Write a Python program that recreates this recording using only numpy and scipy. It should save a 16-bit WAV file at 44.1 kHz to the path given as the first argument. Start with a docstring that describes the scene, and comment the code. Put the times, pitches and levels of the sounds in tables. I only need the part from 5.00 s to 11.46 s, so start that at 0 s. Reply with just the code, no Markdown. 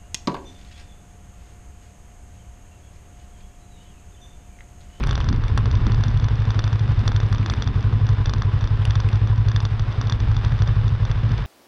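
"""A twin-cylinder motorcycle rolls slowly down a gravel track, heard by a camera behind its windscreen.
At first the exhaust is faint: uneven puffs ring its modes. Wind noise and single eddies beat on the microphone.
The exhaust note swells over the first second, while its rasp changes much less.
A loose part ticks throughout, each blow with a dull echo. Stones crack and ping, mostly before 4.7 s.
Tyre roar, gritty crackle and deep rumble run underneath. Late firings grow more uneven, and the exhaust's
upper modes rise as its overall level falls at the very end."""
import sys
import numpy as np
from scipy import signal
from scipy.fft import rfft, irfft, next_fast_len
from scipy.io import wavfile
from scipy.ndimage import uniform_filter1d, minimum_filter1d

SR = 44100
rng = np.random.default_rng(int(sys.argv[2]) if len(sys.argv) > 2 else 0)


def store_pcm(level_fs):
    """Save levels as 16-bit WAV."""
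    pcm = np.round(np.clip(level_fs, -1, 1) * 32767).astype(np.int16)
    wavfile.write(sys.argv[1], SR, np.atleast_2d(pcm).T)


N = 284886

# Engine speed. Each row: time in seconds, engine cycles per second (one cycle is two turns of the crank).
ENGINE_SPEED = [(0.0, 11.623), (0.17, 11.067), (0.34, 13.587), (0.51, 12.446), (0.68, 12.447),
                (0.85, 12.515), (1.02, 12.453), (1.19, 11.769), (1.36, 12.205), (1.53, 11.885),
                (1.7, 12.018), (1.87, 12.002), (2.04, 11.683), (2.21, 12.011), (2.38, 11.957),
                (2.55, 10.71), (2.72, 11.097), (2.89, 11.958), (3.06, 11.857), (3.23, 11.127), (3.4, 11.47),
                (3.57, 11.4), (3.74, 11.928), (3.91, 11.875), (4.08, 11.653), (4.25, 12.154),
                (4.42, 12.225), (4.59, 11.708), (4.76, 11.976), (4.93, 12.67), (5.1, 12.057),
                (5.27, 12.566), (5.44, 12.628), (5.61, 12.153), (5.78, 12.92), (5.95, 12.467),
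                (6.12, 12.898), (6.29, 12.78), (6.46, 12.793)]


def engine_cycles():
    """Adding up the speed counts the engine cycles passed so far."""
    return np.cumsum(curve(ENGINE_SPEED)) / SR


def puff(cycle, at, width):
    """A bell-shaped pulse once a cycle; at and width (standard deviation) are shares of a cycle."""
    distance = (cycle - at + .5) % 1 - .5
    return np.exp(-.5 * (distance / width) ** 2)


# The two firings fall about half a turn apart (shares of a cycle).
FIRST_AT, SECOND_AT, PUFF_WIDTH = .027, .273, 0.01
SECOND_DB, LEAN_WANDER_DB = -1.5, 0.7  # second cylinder against first, and the spread of its drift
UPPER_FROM_HZ = 120
# Ways the exhaust rings. Each row: pitch in Hz, relative level in dB, time to fall by 60 dB in seconds.
EXHAUST_MODES = [(53, -1.5, 0.17), (61.7, -2, 0.0057), (131.7, 3.5, 0.067), (107.06, 7.5, 0.17),
                 (197, -20, 0.09)]
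# Weak or strong firings. Each row: time in seconds, change of first cylinder in dB, of second in dB.
UNEVEN_FIRINGS = [(0.17, -3.5, 1.5), (0.33, 0.5, -13), (2.48, -3.5, 1.5), (2.57, -0.3, 0.7),
                  (2.66, -0.8, -0.7), (3.18, -4, 0), (3.27, 0.5, 0.5), (3.37, -1, 2), (3.46, -1, 2.5),
                  (3.63, -1, -1.3), (4.8, 0.1, 1), (4.87, 3, -13), (4.95, -21, 5), (5.12, 2, -9.5),
                  (5.2, -1.5, 0.5), (5.36, -2.5, -6.5), (5.44, -5, -1), (5.53, 1.5, -4.5), (5.61, 1.1, 3),
                  (5.69, 0, -2), (5.77, 0.5, 0), (5.85, 0.3, -2.1), (5.92, 2.5, -10), (5.99, -2.5, 0.5),
                  (6.07, -6, -0.5), (6.15, -5, -4.5), (6.24, -2, -4.5), (6.32, 0, 0.1), (6.4, -3.5, -2)]
# Level of the upper exhaust modes against the rest. Each row: time in seconds, change in dB.
UPPER_LEVEL = [(0, -1), (1, 2), (2.5, 1), (4, 0.5), (5, 2), (5.6, 2.5), (6, 2.5), (6.46, 7.5)]


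def exhaust(cycle):
    """Puffs from both cylinders, each a little different, ring the exhaust modes."""
    lean_db = SECOND_DB + LEAN_WANDER_DB * walk(6.6)
    turn = (cycle + .5).astype(int)  # which engine cycle each sample belongs to
    s, *change_db = np.transpose(UNEVEN_FIRINGS)
    size_db = 0.74 * rng.standard_normal((N // 1000, 2))
    size_db[turn[(s * SR).astype(int)]] += np.transpose(change_db)
    size = undb(size_db)[turn]
    first = undb(-lean_db / 2) * size[:, 0] * puff(cycle, FIRST_AT, PUFF_WIDTH)
    second = undb(lean_db / 2) * size[:, 1] * puff(cycle, SECOND_AT, PUFF_WIDTH)
    upper_db = curve(UPPER_LEVEL)
    note = np.zeros(N)
    for k, (hz, db, t60) in enumerate(EXHAUST_MODES):
        mode_db = db + (hz > UPPER_FROM_HZ) * upper_db
        note += (-1) ** (k + 1) * undb(mode_db) * ring(first + second, hz, t60)  # neighbours oppose
    return level(note, 0.75)


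# Bursts of gas and valve noise. Each row: share of a cycle, width as a share, relative level in dB.
GAS_BURSTS = [(.06, 0.015, 3.5), (.125, .02, -2), (.28, 0.02, -1.5), (.44, 0.059, -2.5)]
# Upper engine modes. Each row: pitch in Hz, relative level in dB, time to fall by 60 dB in seconds.
BARK_MODES = [(306, -4, 0.017), (451.5, -2.5, 0.038), (998.6, -5.5, 0.087), (1130, -2, 0.018),
              (1630, -4, 0.008)]
# Level of this rasp before the firing strength is applied. Each row: time in seconds, level in dB.
BARK_LEVEL = [(0, -15), (.25, -20), (.4, -24.5), (.6, -24.5), (1.1, -27), (1.6, -28), (2.5, -28),
              (3.5, -27), (4.5, -28.5), (5.5, -29), (6.46, -31)]


def bark(cycle):
    """Short noisy bursts at fixed crank angles ring the engine's upper modes."""
    bursts = sum(undb(db) * puff(cycle, at, width) for at, width, db in GAS_BURSTS)
    gas = bursts * rng.standard_normal(N) * undb(1.2 * walk(25))
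    rasp = sum((-1) ** k * undb(db) * ring(gas, hz, t60) for k, (hz, db, t60) in enumerate(BARK_MODES))
    return level(rasp, curve(BARK_LEVEL))


# Strength of the firings. Each row: time in seconds, gain in dB.
FIRING_STRENGTH = [(0, -35), (.22, -28), (.34, -24), (.55, -23.5), (.7, -19.5), (1.3, -20), (2.35, -18.5),
                   (2.55, -21.5), (2.7, -18.5), (3.0, -17.5), (3.15, -15.5), (3.3, -20.5), (3.52, -17.5),
                   (3.65, -19), (3.8, -19), (4.45, -16.5), (4.7, -20), (4.92, -22.5), (5.25, -20.5),
                   (5.42, -18), (5.62, -17.5), (5.95, -19.5), (6.25, -16.5), (6.46, -26)]


def engine(cycle):
    """The firing strength sets the gain of both exhaust note and rasp."""
    return undb(curve(FIRING_STRENGTH)) * (exhaust(cycle) + bark(cycle))


FAINT_COUNT, FAINT_DB, FAINT_SPREAD_DB = 34, -32.5, 1.5
# Ticks of the loose part, loud and faint, at given times.
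# Each row: time in seconds, blow strength in dB, extra low knock in dB.
TIMED_TICKS = [(0.037, -17, 8), (0.0709, -18.5, 5), (0.092, -22, 11), (0.11, -14, 3), (0.129, -28, 15),
               (0.154, -14.5, 2), (0.178, -25, 14.5), (0.2035, -20, 7), (0.243, -23.5, 6),
               (0.2882, -13.5, 2), (0.3277, -20.5, 6), (0.361, -28.5, -10), (0.438, -24.5, 7),
               (0.481, -25.5, -18), (0.576, -15, 9), (0.5797, -23, 7), (0.6569, -19, 4), (0.7128, -20, 4.5),
               (0.753, -20, -20), (0.867, -18.5, 6.5), (0.9195, -19, 4), (0.9454, -21.5, 5),
               (1.0092, -30.5, 12.5), (1.037, -16, 4.5), (1.082, -21.5, -6), (1.1134, -31.5, 13),
               (1.173, -25.5, 0), (1.1982, -23, 6), (1.2425, -20, 3), (1.285, -23, 9), (1.355, -28, -10),
               (1.421, -30, 9), (1.453, -25, 8), (1.505, -18.5, 5), (1.545, -27, 9), (1.5918, -13, 3),
               (1.6405, -17, 4), (1.677, -20, 5), (1.7291, -23, 7), (1.758, -34, 12), (1.794, -22, -1),
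               (1.879, -32, -12), (1.918, -28, 7), (1.944, -33, -2), (1.992, -23, -15), (2.0779, -9.5, 2.5),
               (2.1185, -21, 7.5), (2.1625, -14.5, 0.5), (2.202, -20, 5.5), (2.232, -26.5, 7.5),
               (2.327, -17.5, 5.5), (2.3476, -22, 8), (2.382, -23, -0.5), (2.461, -14.5, 4),
               (2.4989, -12.5, 2.5), (2.537, -18.5, 6.5), (2.6226, -13, 1), (2.642, -26, -1),
               (2.675, -18.5, 3), (2.76, -34.5, 8), (2.827, -27, 4), (2.927, -31.5, 14), (3.067, -24.5, 4),
               (3.09, -20.5, 6.5), (3.146, -38, 4), (3.258, -14.5, 3.5), (3.295, -17.5, 2.5),
               (3.3361, -13, 3), (3.382, -27.5, 4), (3.4207, -16.5, 6), (3.59, -33, -4), (3.6097, -22.5, 4),
               (3.641, -22, 7), (3.674, -22.5, 2), (3.8529, -18, 1.5), (3.907, -15.5, 1.5),
               (3.9548, -15.5, 2.5), (4.002, -17, 3), (4.0884, -27, -11), (4.129, -24, -1.5),
               (4.156, -26, -2), (4.273, -25, 2), (4.379, -27, -4), (4.4851, -19, 2.5), (4.516, -21, 3),
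               (4.562, -12.5, 2), (4.603, -17.5, 1.5), (4.652, -14.5, 3), (4.795, -19.5, 4),
               (4.925, -27.5, 9), (5.013, -15.5, 4.5), (5.071, -22.5, -1), (5.0972, -14, 3),
               (5.123, -14.5, 3), (5.2023, -21.5, 1), (5.315, -28.5, 8), (5.366, -17.5, 0),
               (5.4478, -20, 6), (5.5211, -31, 13), (5.59, -28, 9), (5.6209, -17.5, 5.5), (5.675, -21.5, 6),
               (5.88, -22.5, -0.5), (6.052, -20.5, 4), (6.114, -20, 5), (6.292, -30.5, 5), (6.317, -25, 7),
               (6.379, -24.5, -16)]


def all_blows():
    """The timed ticks, plus faint ones at chance moments, as three rows: time, strength, knock."""
    at = rng.random(FAINT_COUNT) * N / SR
    chance = rng.standard_normal((FAINT_COUNT, 2))
    faint = [at, FAINT_DB + FAINT_SPREAD_DB * chance[:, 0], 2 * FAINT_SPREAD_DB * chance[:, 1]]
    return np.hstack([np.transpose(TIMED_TICKS), faint])


KNOCK_TOP_HZ, SNAP_FROM_HZ = 2500, 7200  # modes below are the knock, modes above are the snap
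HARD_DB, BRIGHTEN = -8.5, 0.55  # a harder blow is brighter: snap gains 0.55 dB extra per dB of strength
KNOCK_LEAD_S = 0.00054  # the knock comes through the frame ahead of the tick
CASE_HZ = 6900  # the camera case lets little of the body through above this
NOTCH_HZ, NOTCH_Q = 5280, 9.1  # a dip in what the case lets through
ECHO_S, ECHO_DB, ECHO_TOP_HZ = .0125, -9, 2200
# Ways the loose part rings. Each row: pitch in Hz, relative level in dB, time to fall by 60 dB in seconds.
LOOSE_MODES = [(850, 4, 0.0017), (1136, -2, 0.0068), (1690, -12, 0.0051), (2500, -12, 0.0036),
               (3284, -7, 0.0058), (3570, -3, 0.0077), (3717, -13, 0.014), (4280, -9, 0.0056),
               (4970, -13.5, 0.013), (5620, -15, 0.016), (6100, -17, 0.01), (6660, -27.5, 0.012),
               (7160, -35.5, 0.0084), (8150, -35, 0.0042), (9000, -36.5, 0.013), (9700, -43.5, 0.0051),
               (10900, -43, 0.004)]


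def ticks():
    """Each blow rings the modes of the loose part, with its own amount of knock and a dull echo."""
    s, strength_db, knock_db = all_blows()
    at, contact = strike(s, sharp=26.0, scratch_s=0.002)
    body, snap = np.zeros(N), np.zeros(N)
    for k, (hz, db, t60) in enumerate(LOOSE_MODES):
        start, extra_db, part = at, 0, body
        if hz < KNOCK_TOP_HZ:
            start, extra_db = at - int(KNOCK_LEAD_S * SR), knock_db
        elif hz > SNAP_FROM_HZ:
            extra_db, part = BRIGHTEN * (strength_db - HARD_DB), snap
        scatter_db = 1.1 * rng.standard_normal(len(s))
        gain = undb(strength_db + extra_db + db + scatter_db)
        part += (-1) ** k * ring(add(start, contact * gain[:, None]), hz, t60)
    body = signal.lfilter(*signal.iirnotch(NOTCH_HZ, NOTCH_Q, SR), body)
    body = butter(body, 8, CASE_HZ)
    late = np.pad(body, (int(ECHO_S * SR), 0))[:N]
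    echo = undb(ECHO_DB) * butter(late, 2, ECHO_TOP_HZ)
    return body + echo + butter(snap, 4, SNAP_FROM_HZ, "high")


PING_T60_S, PING_TOP_HZ = 0.0064, 6000
# Stones flung against the machine. Each row: time in seconds, peak of the bright crack in dB,
# pitch of the ping in Hz, peak of the ping in dB.
STONES = [(0.0313, -47, 2400, -23.5), (0.038, -53, 2320, -26), (0.071, -37, 3000, -36),
          (0.0927, -50, 3110, -35), (0.13, -49, 3060, -32), (0.1775, -58, 2640, -48),
          (0.2113, -65, 3020, -24), (0.4813, -52, 2300, -33), (0.5762, -35, 2680, -46),
          (0.58, -50, 2700, -28), (0.6, -58, 2280, -42), (0.867, -50, 3220, -49), (1.01, -54, 3030, -43),
          (1.174, -50, 3130, -35), (1.6217, -63, 3060, -35), (2.079, -39, 3200, -38),
          (2.2914, -51, 3070, -43), (2.3266, -44, 2280, -42), (2.358, -65, 3210, -30),
          (2.429, -60, 2300, -28), (2.506, -47, 3000, -33), (2.5222, -47, 2290, -28),
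          (2.5581, -52, 2250, -46), (3.24, -57, 3150, -45), (3.8185, -51, 3270, -34),
          (3.8524, -34.5, 2930, -19), (4.063, -66, 2280, -35), (4.0883, -44.5, 2620, -25.5),
          (4.625, -50, 3070, -48), (5.9404, -72, 2260, -44)]


def stones():
    """A thin bright crack, and a short ping whose pitch depends on where the stone lands."""
    s, crack_db, ping_hz, ping_db = np.transpose(STONES)
    at, contact = strike(s, sharp=4.5, scratch_s=0.0019)
    crack = butter(contact, 3, (6800., 10400.), "band")
    ping = np.array([ring(c, hz, PING_T60_S) for c, hz in zip(contact, ping_hz)])
    ping = butter(ping, 4, PING_TOP_HZ)
    return add(at, peak(crack, crack_db) + peak(ping, ping_db))


def air_noise(spectrum, rate, patchy_db, db):
    """Noise of random, drifting strength is coloured like moving air on the microphone."""
    patchy = rng.standard_normal(N) * undb(patchy_db * walk(rate))
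    return level(colour(patchy, spectrum), db)


# Colour of the wind. Each row: frequency in Hz, relative level in dB per Hz.
WIND_SPECTRUM = [(12, -18), (22, -6), (32, 2.5), (45, -2), (75, -2), (110, -4), (140, -6.5), (160, -20.5),
                 (250, -46), (1500, -110)]
# Strength of the gusts. Each row: time in seconds, gain in dB.
GUST_LEVEL = [(0, -23), (.2, -24.5), (.45, -26.5), (.7, -23.5), (1.0, -31), (1.22, -25.5), (1.4, -34.5),
              (1.65, -44), (1.88, -26.5), (2.2, -38), (2.499, -34), (2.851, -37.5), (3.05, -30), (3.5, -36),
              (3.75, -33.5), (4.4, -37.5), (4.8, -34), (5.0, -37), (5.32, -27.5), (5.45, -31), (5.72, -29),
              (6.2, -31.5), (6.46, -28)]


def wind():
    """Eddies off the windscreen beat on the microphone as low noise."""
    return undb(curve(GUST_LEVEL)) * air_noise(WIND_SPECTRUM, 9.3, patchy_db=1.0, db=5.5)


# Colour of the wind's quick flutter. 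Each row: frequency in Hz, relative level in dB per Hz.
FLUTTER_SPECTRUM = [(110, -38.5), (170, 7.5), (240, 4.5), (320, -4.5), (450, -10.5), (700, -51),
                    (3000, -100)]
# Strength of the flutter. Each row: time in seconds, gain in dB.
FLUTTER_LEVEL = [(0, -37), (.12, -37.5), (.27, -38.5), (.32, -24.5), (.37, -47.5), (.5, -39.5),
                 (.74, -39.5), (.88, -34.5), (1.301, -43), (2.2, -42), (2.5, -37), (3.0, -43), (3.201, -41),
                 (4.4, -45), (5.0, -42), (5.599, -42.5), (6.46, -47)]


def flutter():
    """Wind noise of higher pitch, whose strength changes more quickly."""
    return undb(curve(FLUTTER_LEVEL)) * air_noise(FLUTTER_SPECTRUM, 24.996, patchy_db=2.5, db=3.0)


THUMP_S = 0.0025  # width (standard deviation) of the bell around each thump
# Single eddies on the microphone. Each row: time in seconds, peak in dB, pitch in Hz.
THUMPS = [(0.256, -26, 250), (.318, -24, 310), (.385, -22, 230), (0.581, -24, 222), (0.679, -37, 410),
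          (0.783, -31, 258), (.82, -53, 283), (0.871, -23, 248), (.925, -30, 230), (0.991, -35, 270),
          (1.085, -21.5, 212)]


def thumps():
    """A brief low pressure wobble for each eddy."""
    s, db, hz = np.transpose(THUMPS)
    span = np.arange(-800, 800)
    t = span / SR
    wobble = np.cos(2 * np.pi * (hz[:, None] * t + rng.random((len(s), 1))))
    shape = np.exp(-.5 * (t / THUMP_S) ** 2) * wobble
    return add((s * SR).astype(int)[:, None] + span, peak(shape, db))


# Colour of the roar. Each row: frequency in Hz, relative level in dB per Hz.
ROAR_SPECTRUM = [(210, -8.5), (442, -2.5), (632, -8), (800, -5), (940, -6), (1040, -4), (1290, -6.5),
                 (1700, -8), (2140, -12.5), (2910, -14), (3300, -16), (3600, -13), (3880, -19.5),
                 (4600, -23), (5120, -22), (5500, -29), (6000, -30), (6800, -39.5), (8600, -44.5),
                 (11500, -53.5)]
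# Strength of the tyre and engine roar. Each row: time in seconds, gain in dB.
ROAR_LEVEL = [(0, -39), (.25, -42), (.38, -43.5), (.6, -41), (1.5, -41), (2.3, -41), (3.3, -42), (3.8, -41),
              (4.698, -42.5), (5.5, -39.5), (6.0, -41.5), (6.46, -39.5)]


def roar(cycle):
    """Tyre and engine noise pulses with firings and valve strokes; crushed grit crackles inside it."""
    swell = 1 + 0.75 * puff(cycle, .09, 0.05) + .3 * puff(cycle, 0.29, 0.04)
    swell += 0.35 * puff(cycle, 0.46, 0.07) + .2 * puff(cycle, 0.95, 0.05)
    swell -= .15 * puff(cycle, .66, .04)
    hiss = swell * undb(0.9 * walk(30)) * rng.standard_normal(N)
    size_db = np.minimum(5.1 * rng.exponential(size=N), 16.0)
    crunched = rng.random(N) < 900 / SR  # about 900 grains a second
    grit = crunched * undb(size_db) * rng.choice([-1, 1], N)
    mix = level(hiss, 0) + level(grit, -3.5)
    return undb(curve(ROAR_LEVEL)) * level(colour(mix, ROAR_SPECTRUM), 2.32)


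# Colour of the deep rumble. Each row: frequency in Hz, relative level in dB per Hz.
RUMBLE_SPECTRUM = [(10, -6.5), (30, -2), (40, -6.5), (60, -39.5), (300, -110)]


def rumble():
    """Very low noise, wavering at random around one overall level."""
    return air_noise(RUMBLE_SPECTRUM, 7.2, patchy_db=5.5, db=-31.5)


def undb(db):
    """Turn decibels into a plain factor."""
    return 10 ** (np.asarray(db) / 20)


def level(x, db):
    """Bring the average (RMS) of x to 1, then apply a gain in dB."""
    return x * undb(db) / np.sqrt(np.mean(x ** 2))


def peak(x, db):
    """Set the peak of each row."""
    return x / np.abs(x).max(axis=1, keepdims=True) * undb(db)[:, None]


def curve(table):
    """Join the points of a time table with straight lines, one value a sample."""
    s, values = np.transpose(table)
    return np.interp(np.arange(N) / SR, s, values)


def walk(rate):
    """Random levels held about 1 / rate seconds and smoothed twice; spread 1."""
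    k = int(SR / rate)
    held = np.repeat(rng.standard_normal(N // k + 1), k)
    w = uniform_filter1d(uniform_filter1d(held, k), k)[:N]
    return w / w.std()


def butter(x, order, hz, kind="low"):
    """Keep only the low, high or middle band of x."""
    return signal.sosfilt(signal.butter(order, hz, kind, fs=SR, output="sos"), x)


def colour(x, spectrum):
    """Filter x by (Hz, dB) points; folding the cepstrum makes the response causal."""
    hz, db = np.transpose(spectrum)
    size = next_fast_len(N) // 2 * 2
    f = np.maximum(np.arange(size // 2 + 1) * SR / size, 1)
    gain = undb(np.interp(np.log(f), np.log(hz), db))
    cepstrum = irfft(np.log(gain), size)
    cepstrum[1:size // 2] *= 2
    cepstrum[size // 2 + 1:] = 0
    return irfft(rfft(x, size) * np.exp(rfft(cepstrum)), size)[:N]


def ring(x, hz, t60):
    """One decaying mode struck by x; it falls by 60 dB in t60 seconds."""
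    pole = np.exp(2j * np.pi * hz / SR - np.log(1000) / (t60 * SR))
    return signal.lfilter([1], [1, -pole], x).imag


def strike(s, sharp, scratch_s):
    """A first contact of size sharp, then a scratch that dies away, at each time; energy 1."""
    span = np.arange(512)
    contact = np.exp(-span / SR / scratch_s) * rng.standard_normal((len(s), len(span)))
    contact[:, 0] = sharp
    energy = np.sum(contact ** 2, axis=1, keepdims=True)
    return (s * SR).astype(int)[:, None] + span, contact / np.sqrt(energy)


def add(at, x):
    """Lay short sounds on a silent track."""
    out = np.zeros(N + x.shape[1])
    np.add.at(out, at, x)
    return out[:N]


def scene():
    """Add the engine, loose part, stones, moving air and track noise."""
    cycle = engine_cycles()
    machine = engine(cycle) + ticks() + stones()
    air = wind() + flutter() + thumps()
    return (machine + air + roar(cycle) + rumble())[None]


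BASS_HZ, TOP_HZ = 20, 11600
CEILING, HOLD_S = .42, .012


def record(dry):
    """The camera drops the deepest bass, a limiter turns down loud peaks, the top is cut."""
    thin = butter(dry, 2, BASS_HZ, "high")
    hold = int(HOLD_S * SR)
    wanted_gain = CEILING / np.maximum(np.abs(thin), CEILING)
    gain = uniform_filter1d(minimum_filter1d(wanted_gain, hold), hold)
    return signal.sosfilt(signal.ellip(8, .2, 70, TOP_HZ, fs=SR, output="sos"), gain * thin)


dry = scene()
out = record(dry)
store_pcm(out)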